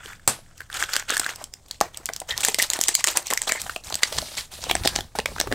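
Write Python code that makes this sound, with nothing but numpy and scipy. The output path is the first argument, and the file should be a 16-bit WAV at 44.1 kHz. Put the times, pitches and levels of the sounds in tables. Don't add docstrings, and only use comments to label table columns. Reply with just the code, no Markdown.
import sys
import numpy as np
from scipy import signal
from scipy.fft import rfft, irfft, next_fast_len
from scipy.io import wavfile
from scipy.ndimage import uniform_filter1d, map_coordinates

SR = 44100
rng = np.random.default_rng(int(sys.argv[2]) if len(sys.argv) > 2 else 0)


def gain_from_db(level_db):
    decades = np.asarray(level_db, float) / 20
    return 10 ** decades


def dump(signal):
    limited = np.clip(np.atleast_2d(signal).T, -1, 1)
    pcm = np.round(limited * 32767).astype(np.int16)
    wavfile.write(sys.argv[1], SR, pcm)


N = 244314

OUT_S = 1.385
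BAG_GONE_S = 4.0


def unit(x):
    return x / np.sqrt(np.mean(x ** 2) + 1e-20)


def even(rows):
    return rows / np.linalg.norm(rows, axis=1, keepdims=True)


def along(points, hz):
    f, v = np.transpose(points)
    return np.interp(np.log(hz + 1), np.log(f + 1), v)


def wobble(rate):
    return map_coordinates(rng.standard_normal(int(N * rate / SR) + 4), [np.arange(N) * rate / SR])


def coloured(x, spectrum):
    size = 8192
    gain = gain_from_db(along(spectrum, np.fft.rfftfreq(size, 1 / SR)))
    cepstrum = irfft(np.log(gain + 1e-4))
    cepstrum[1:size // 2] *= 2
    cepstrum[size // 2 + 1:] = 0
    response = irfft(np.exp(rfft(cepstrum)))
    return signal.fftconvolve(x, response / np.linalg.norm(response))[:N]


def resonant(x, modes):
    size = next_fast_len(N + SR // 4)
    f = np.fft.rfftfreq(size, 1 / SR)
    gain = 0
    for k, (centre, width, db) in enumerate(modes):
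        damping = 1j * f * width
        gain = gain + (-1) ** k * gain_from_db(db) * damping / (centre * centre - f * f + damping)
    return irfft(rfft(x, size) * gain, size)[:N]


def placed(times, rows):
    at = np.round(times * SR).astype(int)[:, None] + np.arange(rows.shape[1])
    return np.bincount(at.ravel(), rows.ravel(), N + rows.shape[1])[:N]


def gestures(start, hold, db, rise, sag, fall, rest_db):
    now = np.arange(0, N + 64, 64) / SR
    t = now - start[:, None]
    held = np.clip(t, 0, np.abs(hold)[:, None])
    shape_db = db[:, None] + rise * np.minimum(t, 0) - sag * held - fall * (np.maximum(t, 0) - held)
    total = np.sqrt(np.sum(gain_from_db(2 * shape_db), axis=0) + gain_from_db(2 * rest_db))
    return np.interp(np.arange(N) / SR, now, total)


def hush():
    # hz, level_db per Hz
    hush_spectrum = [(10, -7), (18, 22.5), (30, -10), (125, -10), (700, -10.5), (2200, -30), (8300, -20.5),
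                     (16000, -50)]
    return gain_from_db(-55.5) * unit(coloured(rng.standard_normal(N), hush_spectrum))


def hum():
    # time_s, pitch_hz
    motor_speed = [(0, 41.63), (1.0, 41.13), (1.9, 38.95), (5.5, 38)]
    now = np.arange(N) / SR
    turn = 2 * np.pi * np.cumsum(np.interp(now, *np.transpose(motor_speed))) / SR
    orders = np.sin(np.arange(2, 5)[:, None] * turn)
    start_db = np.array([[-58], [-59], [-66]])
    fade_db_per_s = np.array([[.6], [1.5], [1.1]])
    level_db = start_db - fade_db_per_s * now + 0.81 * wobble(4.16)
    return np.sum(gain_from_db(level_db) * orders, axis=0)


def room(x):
    # hz, t60_s
    wall_decay = [(200, 0.21), (1400, 0.14), (4000, 0.17), (10000, 0.14)]
    out, step = np.zeros(N + SR), int(.3 * SR)
    for at in range(0, N, step):
        hz, t, z = signal.stft(rng.standard_normal(SR // 3), SR, nperseg=256)
        fade = gain_from_db(-60 * t / along(wall_decay, hz)[:, None])
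        tail = signal.istft(z * fade, SR, nperseg=256)[1]
        delayed = np.pad(tail, (120, 0)) / np.linalg.norm(tail)
        wet = signal.fftconvolve(x[at:at + step], delayed)
        out[at:at + len(wet)] += wet
    return out[:N]


def wafts():
    # start_s, hold_s, level_db
    fanning = [(1.38, 0.067, -56), (1.577, 0.22, -56), (1.978, 0.029, -57), (2.3, 0.034, -43),
               (3.652, 0.049, -43.5), (3.847, 0.1, -45.5), (4.18, 0.024, -35.5), (4.392, 0.026, -56),
               (4.64, 0.12, -41.5), (4.819, 0.16, -35), (5.19, 0.015, -38), (5.315, 0.12, -39),
               (5.482, 0.071, -34)]
    # hz, level_db per Hz
    puff_spectrum = [(18, -20), (34, 0.5), (68, 1), (130, -5.5), (250, -14.5), (500, -39)]
    fan = gestures(*np.transpose(fanning), rise=306, sag=0, fall=192, rest_db=-54.5)
    return fan * gain_from_db(2.5 * wobble(14) - 1) * unit(coloured(rng.standard_normal(N), puff_spectrum))


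def thuds():
    # start_s, level_db, pitch_hz, t60_s
    swings = [
        (0.275, -33, 70, 0.054),
        (0.289, -32, 125, 0.12),
        (0.293, -32, 222, 0.12),
        (1.812, -30, 59, 0.034),
    ]
    s, db, hz, t60 = np.transpose(swings)[:, :, None]
    t = np.arange(SR // 5) / SR
    return placed(s[:, 0], gain_from_db(db - 60 * t / t60) * np.sin(2 * np.pi * hz * t))


def shells():
    # start_s, peak_db
    landings = [
        (0.2771, 0),
        (0.2897, -14),
        (1.8118, -6.5),
    ]
    # pitch_hz, level_db, t60_s
    lid_modes = [(1150, 5, .007), (2580, -5, .006), (4240, -4, .006), (6100, -2, .005), (8210, -1, .01)]
    cup_modes = [(710, -12.5, 0.12), (813, 1, 0.043), (1100, 3, 0.017), (1500, -51, 0.02)]
    t = np.arange(SR // 4) / SR

    def ring(modes, damp):
        return sum(gain_from_db(db - 60 * t / (damp * t60)) * np.sin(2 * np.pi * hz * t) for hz, db, t60 in modes)

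    table = 0.57 * gain_from_db(-60 * t / 0.048) * np.sin(2 * np.pi * 130 * t)
    table = table + 1.25 * gain_from_db(-60 * t / 0.0056) * np.sin(2 * np.pi * 900 * t)
    lid = gain_from_db(-6.5) * (ring(lid_modes, damp=0.69) + table)
    cup = ring(cup_modes, damp=0.66)
    s, db = np.transpose(landings)
    colour = [(100, 0.0), (900, 2.0), (8500, -8.0), (11000, -6), (16400, -33)]  # (Hz, dB)
    wide = coloured(rng.standard_normal(len(t)), colour)[:len(t)]
    shiver = placed(s[:1], gain_from_db(-19.5 - 60 * t / 0.24)[None] * wide)
    return shiver + placed(s, gain_from_db(db[:, None] + [[4], [3], [4]]) * [lid, lid, cup])


def material(x):
    # hz, level_db per Hz
    film_spectrum = [(900, -41), (1600, -15), (3200, -2), (6200, 0.5), (8000, 4), (10900, -12),
                     (14500, -8.5), (16400, -47)]
    paper_spectrum = [(400, -14.5), (1200, -10), (2400, -5), (4000, 2), (8800, -6), (10300, -21.5),
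                      (16400, -30)]
    bag = np.arange(N) < BAG_GONE_S * SR
    return coloured(x * bag, film_spectrum) + coloured(x * ~bag, paper_spectrum)


def grit(per_s, size_db, share):
    sizes = np.minimum(rng.exponential(1, N), 3)
    struck = rng.random(N) < per_s / SR * gain_from_db(5 * wobble(40))
    bursts = np.convolve(struck * gain_from_db(size_db * sizes), gain_from_db(-60 * np.arange(200) / SR / 0.031))[:N]
    share = np.clip(share, 0, 1)
    return rng.standard_normal(N) * (share * unit(bursts) + 1 - share)


def patchy(x, depth_db):
    z = signal.stft(x, nperseg=256)[2]
    field = uniform_filter1d(rng.standard_normal(z.shape), size=9, axis=0)
    field = uniform_filter1d(field, size=14, axis=1)
    return signal.istft(z * gain_from_db(depth_db * unit(field)), nperseg=256)[1][:N]


def crinkle(count, hz, spread_db, cycles):
    when, size = rng.random((count, 2)).T
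    clumps = np.cumsum(gain_from_db(6 * wobble(30)))
    s = np.interp(when, clumps / clumps[-1], np.arange(N) / SR)
    pitch = np.clip(hz * gain_from_db(spread_db * rng.standard_normal((count, 1))), 700, 13000)
    turns = pitch * np.arange(220) / SR
    pops = even(np.sin(2 * np.pi * turns) * gain_from_db(-60 * turns / cycles) * (1 - np.exp(-turns)))
    gain = gain_from_db(-5 * np.log(np.maximum(size, .08)))
    return unit(placed(s, gain[:, None] * pops))


def rubbing():
    # start_s, hold_s, rustle_db, hollow_body_db re rustle
    hand_strokes = [(0, .14, -50.5, 6.5), (0.576, 0.039, -49.5, -3), (0.715, 0.021, -43, 2.5),
                    (0.742, 0.1, -34.5, 3), (0.891, 0.073, -39, 4), (0.917, 0.078, -37.5, 2.5),
                    (1.085, 0.043, -37.5, 2), (1.127, 0.085, -40.5, 6), (1.232, 0.1, -41, 3.5),
                    (1.385, 0.046, -52, 5), (1.684, 0.074, -55.5, -4), (1.817, 0.02, -47.5, 15.5),
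                    (1.931, 0.37, -54.5, 6), (2.29, 0.016, -33.5, -2.5), (2.368, 0.043, -36, -1.5),
                    (2.534, 0.01, -43, -22), (2.433, 0.073, -32, -5), (2.588, 0.048, -29.5, -3),
                    (2.701, 0.068, -35.5, 0.5), (2.802, 0.046, -36, -10), (2.883, 0.024, -36, -1),
                    (2.948, 0.066, -38.5, -11), (3.071, 0.014, -27.5, -1), (3.158, 0.024, -31, 2.5),
                    (3.261, 0.023, -38, -4), (3.306, 0.011, -31, 5.5), (3.375, 0.0075, -40.5, -7),
                    (3.417, 0.05, -42.5, -2), (3.472, 0.04, -30, 0), (3.535, 0.21, -37, -2),
                    (3.841, 0.22, -44.5, -2), (4.021, 0.2, -36.5, -1.5), (4.123, 0.25, -34.5, -7),
                    (4.371, 0.028, -31, -7), (4.517, 0.35, -39, -6.5), (4.692, 0.15, -40, 1),
                    (4.84, 0.16, -37.5, 1), (5.158, 0.0055, -36.5, 0.5), (5.268, 0.38, -44, 0.5),
                    (5.512, .03, -45, 16)]
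    # pitch_hz, width_hz, level_db
    cup_air = [(1450, 330, 19), (3490, 240, 9.5)]
    # hz, level_db per Hz
    sheet_spectrum = [(90, -38), (330, -5), (800, 2), (2000, -4), (4500, -24)]
    gloss_spectrum = [(5000, -10), (9000, 10.5), (13500, 3), (16400, -6)]
    s, hold, db, body_db = np.transpose(hand_strokes)
    now = np.arange(N) / SR
    grip = dict(rise=2604, sag=29.5, fall=278, rest_db=-65)
    slide = gestures(s, hold, db, **grip)
    deep = gestures(s, hold, db + body_db, **grip)
    slip_db = 1.5 * wobble(30) + 2.5 * wobble(110)

    hiss = unit(patchy(material(grit(per_s=2500, size_db=4, share=.3)), depth_db=2))
    crisp = np.where(now < BAG_GONE_S, .75, .4)
    pops = crinkle(count=3500, hz=4000, spread_db=4.5, cycles=16)
    rustle = slide * gain_from_db(.6 + slip_db) * (.8 * hiss + crisp * pops)

    push = patchy(grit(per_s=250, size_db=3.5, share=.45), depth_db=1.5)
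    inside = np.clip((OUT_S - now) / 0.15, 0, 1)
    hollow = gain_from_db(6.5) * unit(resonant(push, cup_air))
    sheet = unit(coloured(push, sheet_spectrum))
    body = deep * gain_from_db(slip_db - 2.5) * (0.56 * inside * hollow + (1 - 0.7 * inside) * sheet)

    skin = slide * (now > BAG_GONE_S - .4) * unit(coloured(rng.standard_normal(N), gloss_spectrum))
    return rustle + body + gain_from_db(-7.5) * skin


def drags():
    # start_s, length_s, level_db, pitch_hz
    folds = [(1.086, 0.049, -25, 3400), (1.104, 0.026, -22, 1700), (2.287, 0.01, -26, 3140),
             (2.305, 0.0095, -13.5, 3580), (2.289, 0.06, -25, 1910), (2.594, 0.0089, -9, 1940),
             (3.32, 0.0084, -17, 900), (3.474, 0.0086, -16.5, 4700), (3.545, 0.044, -24.5, 1960),
             (3.498, 0.039, -22, 2080), (4.126, 0.051, -32, 4730), (4.506, 0.017, -43, 3540),
             (4.637, 0.046, -31.5, 3000), (4.694, 0.0096, -14, 3500)]
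    slips_per_s, slip_cycles, spread_db, count = 740, 53, 3.5, 48
    start, long_s, db, hz = np.transpose(folds)[:, :, None]
    gap, size, bend = rng.random((len(folds), 3, count)).transpose(1, 0, 2)
    after = np.cumsum(2 * gap, axis=1) / slips_per_s
    swell = np.sqrt(np.abs(np.sin(np.pi * np.clip(after / long_s, 0, 1))))
    gain = gain_from_db(db + 17.5 - 11.0 * size) * swell * (after < long_s)
    pitch = hz * gain_from_db(spread_db * (hz / 3000) ** 2 * (bend - .5))
    turns = pitch.reshape(-1, 1) * np.arange(500) / SR
    slips = even(np.sin(2 * np.pi * turns) * gain_from_db(-60 * turns / slip_cycles))
    return placed((start + after).ravel(), gain.reshape(-1, 1) * slips)


def crushes():
    # start_s, length_ms, level_db
    crushed = [(1.1998, 2, -15.5), (2.629, 1.5, -14), (3.046, 1.3, -14), (3.1742, 1.5, -13.5),
               (3.901, 1.2, -26.5), (4.037, 1.3, -9.5), (4.1861, 4.7, -10), (4.218, 1.5, -29),
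               (4.7, 4, -26), (4.854, 4.4, -15), (4.879, 1.1, -18), (4.9603, 2.1, -14), (5.008, 1.8, -25.5),
               (5.403, 4.8, -17)]
    s, ms, db = np.transpose(crushed)[:, :, None]
    lead = .012
    u = (np.arange(SR // 30) / SR - lead) / (np.clip(ms, .5, 8) / 1000)
    swell = np.minimum(gain_from_db(10.4 * u), gain_from_db(-12 * u)) * rng.standard_normal(u.shape)
    return material(placed(s[:, 0] - lead, gain_from_db(db + 17.5) * even(swell)))


def ticks():
    # start_s, peak_db, pitch_hz
    wrinkles = [(.059, -22, 3070), (0.132, -24, 1870), (0.579, -31, 5950), (0.605, -15.5, 1714),
                (0.616, -23.5, 1730), (0.7002, -19, 1550), (0.728, -19, 3330), (0.755, -14.5, 1520),
                (0.77, -16, 3230), (0.8054, -15, 2350), (0.838, -12, 3350), (.92, -24, 3350),
                (0.9345, -8, 4100), (0.956, -12, 5360), (0.9967, -17.5, 6500), (1.024, -19.5, 1760),
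                (1.085, -26, 2860), (1.0943, -13, 3850), (1.1128, -19, 3000), (1.1245, -14, 2900),
                (1.1462, -16, 3850), (1.245, -16.5, 3900), (1.2912, -11.5, 1940), (1.335, -24, 2180),
                (1.3597, -45, 2540), (1.4405, -19.5, 8300), (1.538, -20.5, 5430), (1.711, -13, 4450),
                (1.945, -23.5, 3140), (1.9725, -20, 8550), (2.0643, -20, 5270), (2.089, -9, 1686),
                 (2.1352, -15.5, 6080), (2.163, -14.5, 5100), (2.201, -20, 9000), (2.288, -26, 3760),
                 (2.3084, -17, 3300), (2.3394, -25, 2220), (2.406, -15.5, 8000), (2.434, -9.5, 2760),
                 (2.4526, -12, 4460), (2.666, -28, 4900), (2.7146, -28, 5230), (2.761, -20, 3520),
                 (2.993, -29, 4630), (3.007, -21, 2020), (3.067, -22, 6230), (3.1546, -40, 1670),
                 (3.2695, -14.5, 6060), (3.324, -26, 4520), (3.427, -23, 5070), (3.478, -23, 4040),
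                 (3.4941, -7.5, 2440), (3.512, -23, 2000), (3.5573, -17.5, 2250), (3.58, -33, 2100),
                 (3.6166, -13, 7520),
                (3.6953, -8.5, 1565), (3.7616, -10.5, 2550), (3.8378, -29.5, 4130), (3.904, -26, 1480),
                  (3.925, -14, 3620), (3.9426, -9.5, 5110), (4.0274, -18, 2330), (4.1258, -14, 3940),
                  (5.4005, -13.5, 11900), (4.409, -21, 4700), (4.538, -24.5, 4860), (4.6396, -14.5, 4750),
                  (4.6981, -8, 2330), (4.7121, 0, 2650), (4.7654, -15, 2200), (4.836, -19, 2970),
                  (4.836, -27.5, 11400), (4.9542, -19, 2200), (5.0073, -16.5, 3260), (5.153, -31, 2260),
                  (5.1575, -33, 1300), (5.2, -13, 2440), (5.2586, -3, 2376), (5.362, -14.5, 1100),
                  (5.383, -14, 1650), (5.472, -14, 1100),
                (0.388, -26.5, 726), (1.414, -20.5, 720), (2, -27, 466), (2.097, -14, 665),
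             (2.216, -13.5, 688), (3.762, -12.5, 750), (0.056, -24, 393), (1.099, -17, 550),
             (1.12, -12.5, 533), (1.43, -28.5, 297), (2.486, -9, 376), (5.524, -4.5, 252),
                (.0724, -36, 5030), (.2952, -18, 8740), (1.1576, -21, 5900), (1.1772, -14, 8300),
                    (1.3588, -25, 8310), (2.2745, -40, 7570), (2.4088, -20, 8400), (2.414, -23, 8330),
                    (2.4214, -24, 7790), (2.4427, -21, 7800), (2.5194, -26, 6500), (2.5914, -13, 9000),
                    (2.738, -16, 7350), (2.768, -25, 8160), (2.8054, -24, 7430), (3.007, -22, 7800),
                    (3.0668, -18, 8500), (3.1164, -28, 8490), (3.14, -31, 6200), (3.1623, -21, 5000),
                    (3.279, -29, 6500), (3.39, -30, 7440), (3.4918, -14, 7200), (3.7774, -36, 6950),
                    (3.8704, -31, 5020), (3.9005, -27, 5500), (4.3284, -34, 6300), (4.6076, -30, 6530),
                    (4.851, -19, 5000), (4.9552, -20, 6780), (5.1556, -30, 7600), (2.62, -14, 11000),
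                (0.196, -32, 1600), (0.462, -41, 1570), (0.938, -25, 1520), (1.089, -18, 2930),
                 (1.1, -8, 1500), (1.1959, -11, 5540), (1.215, -14.5, 1560), (1.2794, -26, 1640),
                 (1.6614, -41, 4760), (3.345, -23, 5540), (3.4364, -24, 4440), (3.665, -20, 1774),
                 (4.006, -30, 1690), (4.1594, -29, 4980), (4.168, -16.5, 3980), (4.2173, -22, 4260),
                 (4.352, -22, 4930),
                (2.813, -34, 474), (2.91, -35, 819), (2.978, -23, 810), (2.99, -19, 726), (3.008, -20, 1060),
            (3.045, -11, 1130), (3.153, -15, 850), (3.208, -35, 710), (3.326, -4.5, 1045),
            (3.494, -12, 1210), (3.551, -15.5, 730), (3.662, -17, 810), (3.904, -16, 854),
            (3.923, -14.5, 700), (4.111, -25, 388), (4.123, -13, 660), (4.144, -25, 721), (4.159, -18, 464),
            (4.223, -16, 690), (4.226, -18.5, 705), (4.316, -24, 576), (4.588, -25, 680), (4.629, -25, 760),
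            (4.638, -18, 795), (4.666, -14.5, 584), (4.697, -9.5, 850), (4.807, -21, 310),
            (5.007, -22, 695), (5.152, -10.5, 710), (5.161, -25, 766), (5.286, -18.5, 573),
            (5.459, -27, 890), (5.316, -20, 392), (5.41, -28, 725), (5.438, -17, 474), (5.47, -11, 443)]
    events = np.array(wrinkles)
    s, db, hz = events.T[:, :, None]
    t = np.arange(SR // 30) / SR
    a, b = rng.standard_normal((len(s), 2, len(t))).transpose(1, 0, 2)
    rise = 1 - np.exp(-t / 0.001)
    drift = np.cumsum(.006 * np.sqrt(hz) * a, axis=1)
    tone = np.sin(2 * np.pi * hz * t + drift) * gain_from_db(-60 * t * hz / 18)
    wide = gain_from_db(8 * np.log2(hz / 5000)) * even(rise * b * gain_from_db(-60 * t / .008))
    dulling = 1 + (np.fft.rfftfreq(len(t), 1 / SR) / (3 * hz)) ** 2
    wide = irfft(rfft(wide) / dulling, len(t))
    crackle = material(placed(s[:, 0], gain_from_db(db + 8.5) * wide))
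    return placed(s[:, 0], gain_from_db(db + 12.0) * even(rise * tone)) + crackle


def snaps():
    # start_s, crack_db, ring_db re crack, flap_db re crack
    cup_snaps = [(.2772, -2.5, -19, -28), (.2905, -34, -28, -8), (.826, -19.5, 11, -54),
                 (.9386, -18, -3.5, -37), (.9651, -12, 0.5, -15.5), (1.1047, -15.5, 1, -10),
                 (1.1688, -17.5, 8, -37), (1.1773, -29, -20, -27), (1.1974, -13.5, -4.5, -9.5),
                 (1.264, -26, 14.5, -8), (1.8051, -23, -26, -33), (1.812, -13, -5, -43),
                 (1.8227, -44.5, 19, 7)]
    bag_snaps = [(2.0577, -17, -36, -41), (2.378, -16.5, -38, -41), (2.4495, -7.5, -4.5, -36),
                 (2.485, -13.5, -2, -4), (2.5451, -12, -8, -15.5), (2.5865, -19, -10, -2),
                 (2.5886, -14.5, -5, -35), (2.5995, -22, 10.5, -37), (2.621, -38, -18, -19),
                 (2.6248, -7.5, -15, -20), (2.636, -19.5, -2, -36), (2.7018, -13, -16.5, -24),
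                 (2.7345, -14.5, -5, -18), (2.7901, -22, -6, 2), (2.813, -7.5, -16, -41),
                 (2.838, -12, -38, -43), (2.884, -5.5, -15, -52), (2.89, -17, -2, -6.5),
                 (2.952, -3.5, -18.5, -35), (3.042, -8.5, -0.5, -30), (3.0726, -13.5, -11, -41),
                 (3.0861, -16.5, -14, -13), (3.172, -6.5, -12.5, -16.5), (3.3039, -18.5, 1, -12),
                 (3.311, -19, -10, -2.5), (3.336, -12, -4.5, -17), (3.3755, -16.5, 4, -34),
                 (3.418, -17.5, -8, -36)]
    leaf_snaps = [(3.4743, -29, -3, 7.5), (3.4977, -26, 6, 0), (3.5211, -14, 3.5, -8.5),
                  (3.9546, -14.5, -17, -16.5), (4.0333, -6, -1, -18.5), (4.1854, -20, 1, 0),
                  (4.7119, -27, -11, 12.5), (4.753, -12, -5, -3), (4.851, -33, 14, 14.5),
                  (4.858, -17.5, -6.5, 6.5), (4.875, -4, -16, -44), (4.9615, -10.5, -9, -10.5),
                  (4.9885, -23.5, 1.5, 4.5), (5.188, -17, -8, 2.5), (5.193, -28.5, 10, 11),
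                  (5.258, -22, -7, -1.5), (5.4011, -17.5, 1, -2), (5.4125, -13, -4, -6.5),
                  (5.5157, -37.5, 12.5, 19.5), (5.5254, -22, 10.5, 2.5)]
    groups = cup_snaps, bag_snaps, leaf_snaps
    panel_hz, panel_spread_db = (1570, 1900, 1700), 0.45
    s, db, ring_db, flap_db = np.concatenate(groups).T[:, :, None]
    t = np.arange(SR // 30) / SR
    luck = rng.standard_normal((len(s), 4 + 3 * len(t)))
    a, b, c = luck[:, 4:].reshape(len(s), 3, -1).transpose(1, 0, 2)

    long_ms = 1.37 * gain_from_db(0.38 * ring_db)
    lead = .006
    u = (t - lead) / (np.clip(long_ms, .3, 8) / 1000)
    fade = np.minimum(gain_from_db(45 * u), gain_from_db(-12 * u))
    fade = fade + 1.5 * gain_from_db(-60 * np.abs(t - lead) / .0015)
    fade = fade + gain_from_db(-27 - 60 * (t - lead) / .03) * (t > lead)
    crack = material(placed(s[:, 0] - lead, gain_from_db(db + 20.5) * even(fade * a)))

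    sizzle_db = -34.5 - 0.42 * np.maximum(ring_db, -22) - 6 * (s > BAG_GONE_S) + 1.4 * luck[:, :1]
    top = placed(s[:, 0] - lead, gain_from_db(db + sizzle_db + 31.0) * even(fade * b))
    sizzle = coloured(top, [(7000, -30.5), (10000, 4), (14000, -5.0), (16500, -62)])

    start = s[:, 0] - long_ms[:, 0] / 3000
    ring_hz = np.repeat(panel_hz, [len(g) for g in groups])[:, None]
    ring_hz = ring_hz * gain_from_db(panel_spread_db * luck[:, 2:3])
    uneven = 1 + 2.2 * uniform_filter1d(c, 40, axis=1)
    swing = np.sin(2 * np.pi * ring_hz * t) * (1 - np.exp(-t / .0005)) * gain_from_db(-60 * t / .009) * uneven
    ring = placed(start, gain_from_db(db + ring_db + 18.0) * even(swing))

    flap_hz = 720 * gain_from_db(1.65 * luck[:, 1:2])
    turn = 2 * np.pi * flap_hz * t + np.cumsum(.1 * b, axis=1)
    bend = np.sin(turn) * gain_from_db(-60 * t / .015) + .3 * np.sin(turn / 2) * gain_from_db(-60 * t / .02)
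    flap = placed(start, gain_from_db(db + flap_db + 23.5) * even(bend))
    return crack + sizzle + ring + flap


def two_tracks(mono):
    z = signal.stft(mono, nperseg=1024)[2]
    apart = rng.random(z.shape[1]) < .25
    scrambled = z * apart * np.exp(2j * np.pi * rng.random(z.shape))
    blur = signal.istft(scrambled, nperseg=1024)[1][:N]
    trace = gain_from_db(-7.5) * coloured(blur, [(100, -1), (600, -4.5), (4000, -3.5), (13000, 4.5)])
    trace = trace + gain_from_db(-80) * rng.standard_normal(N)
    return np.array([mono + trace, mono - trace])


def scene():
    # hz, level_db
    small_radiator = [(60, -41), (150, -6.5), (300, -1.5), (16000, 4)]
    handled = snaps() + ticks() + shells() + drags() + crushes()
    near = gain_from_db(-1.27) * coloured(handled, small_radiator) + thuds()
    rub = rubbing()
    bed = gain_from_db(-13.5) * room(near + rub) + rub + wafts() + hush() + hum()
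    lowpass = signal.ellip(6, .5, 40, 15700, fs=SR, output="sos")
    return two_tracks(near + signal.sosfilt(lowpass, bed))


def band_limit(x):
    return signal.sosfilt(signal.butter(12, 16500, fs=SR, output="sos"), x)


def record(dry):
    full = dry / (1 + np.abs(dry / .9) ** 8) ** (1 / 8)
    full = signal.sosfiltfilt(signal.ellip(8, .1, 60, 16200, fs=SR, output="sos"), full)
    return band_limit(full)


dry = scene()
out = record(dry)
dump(out)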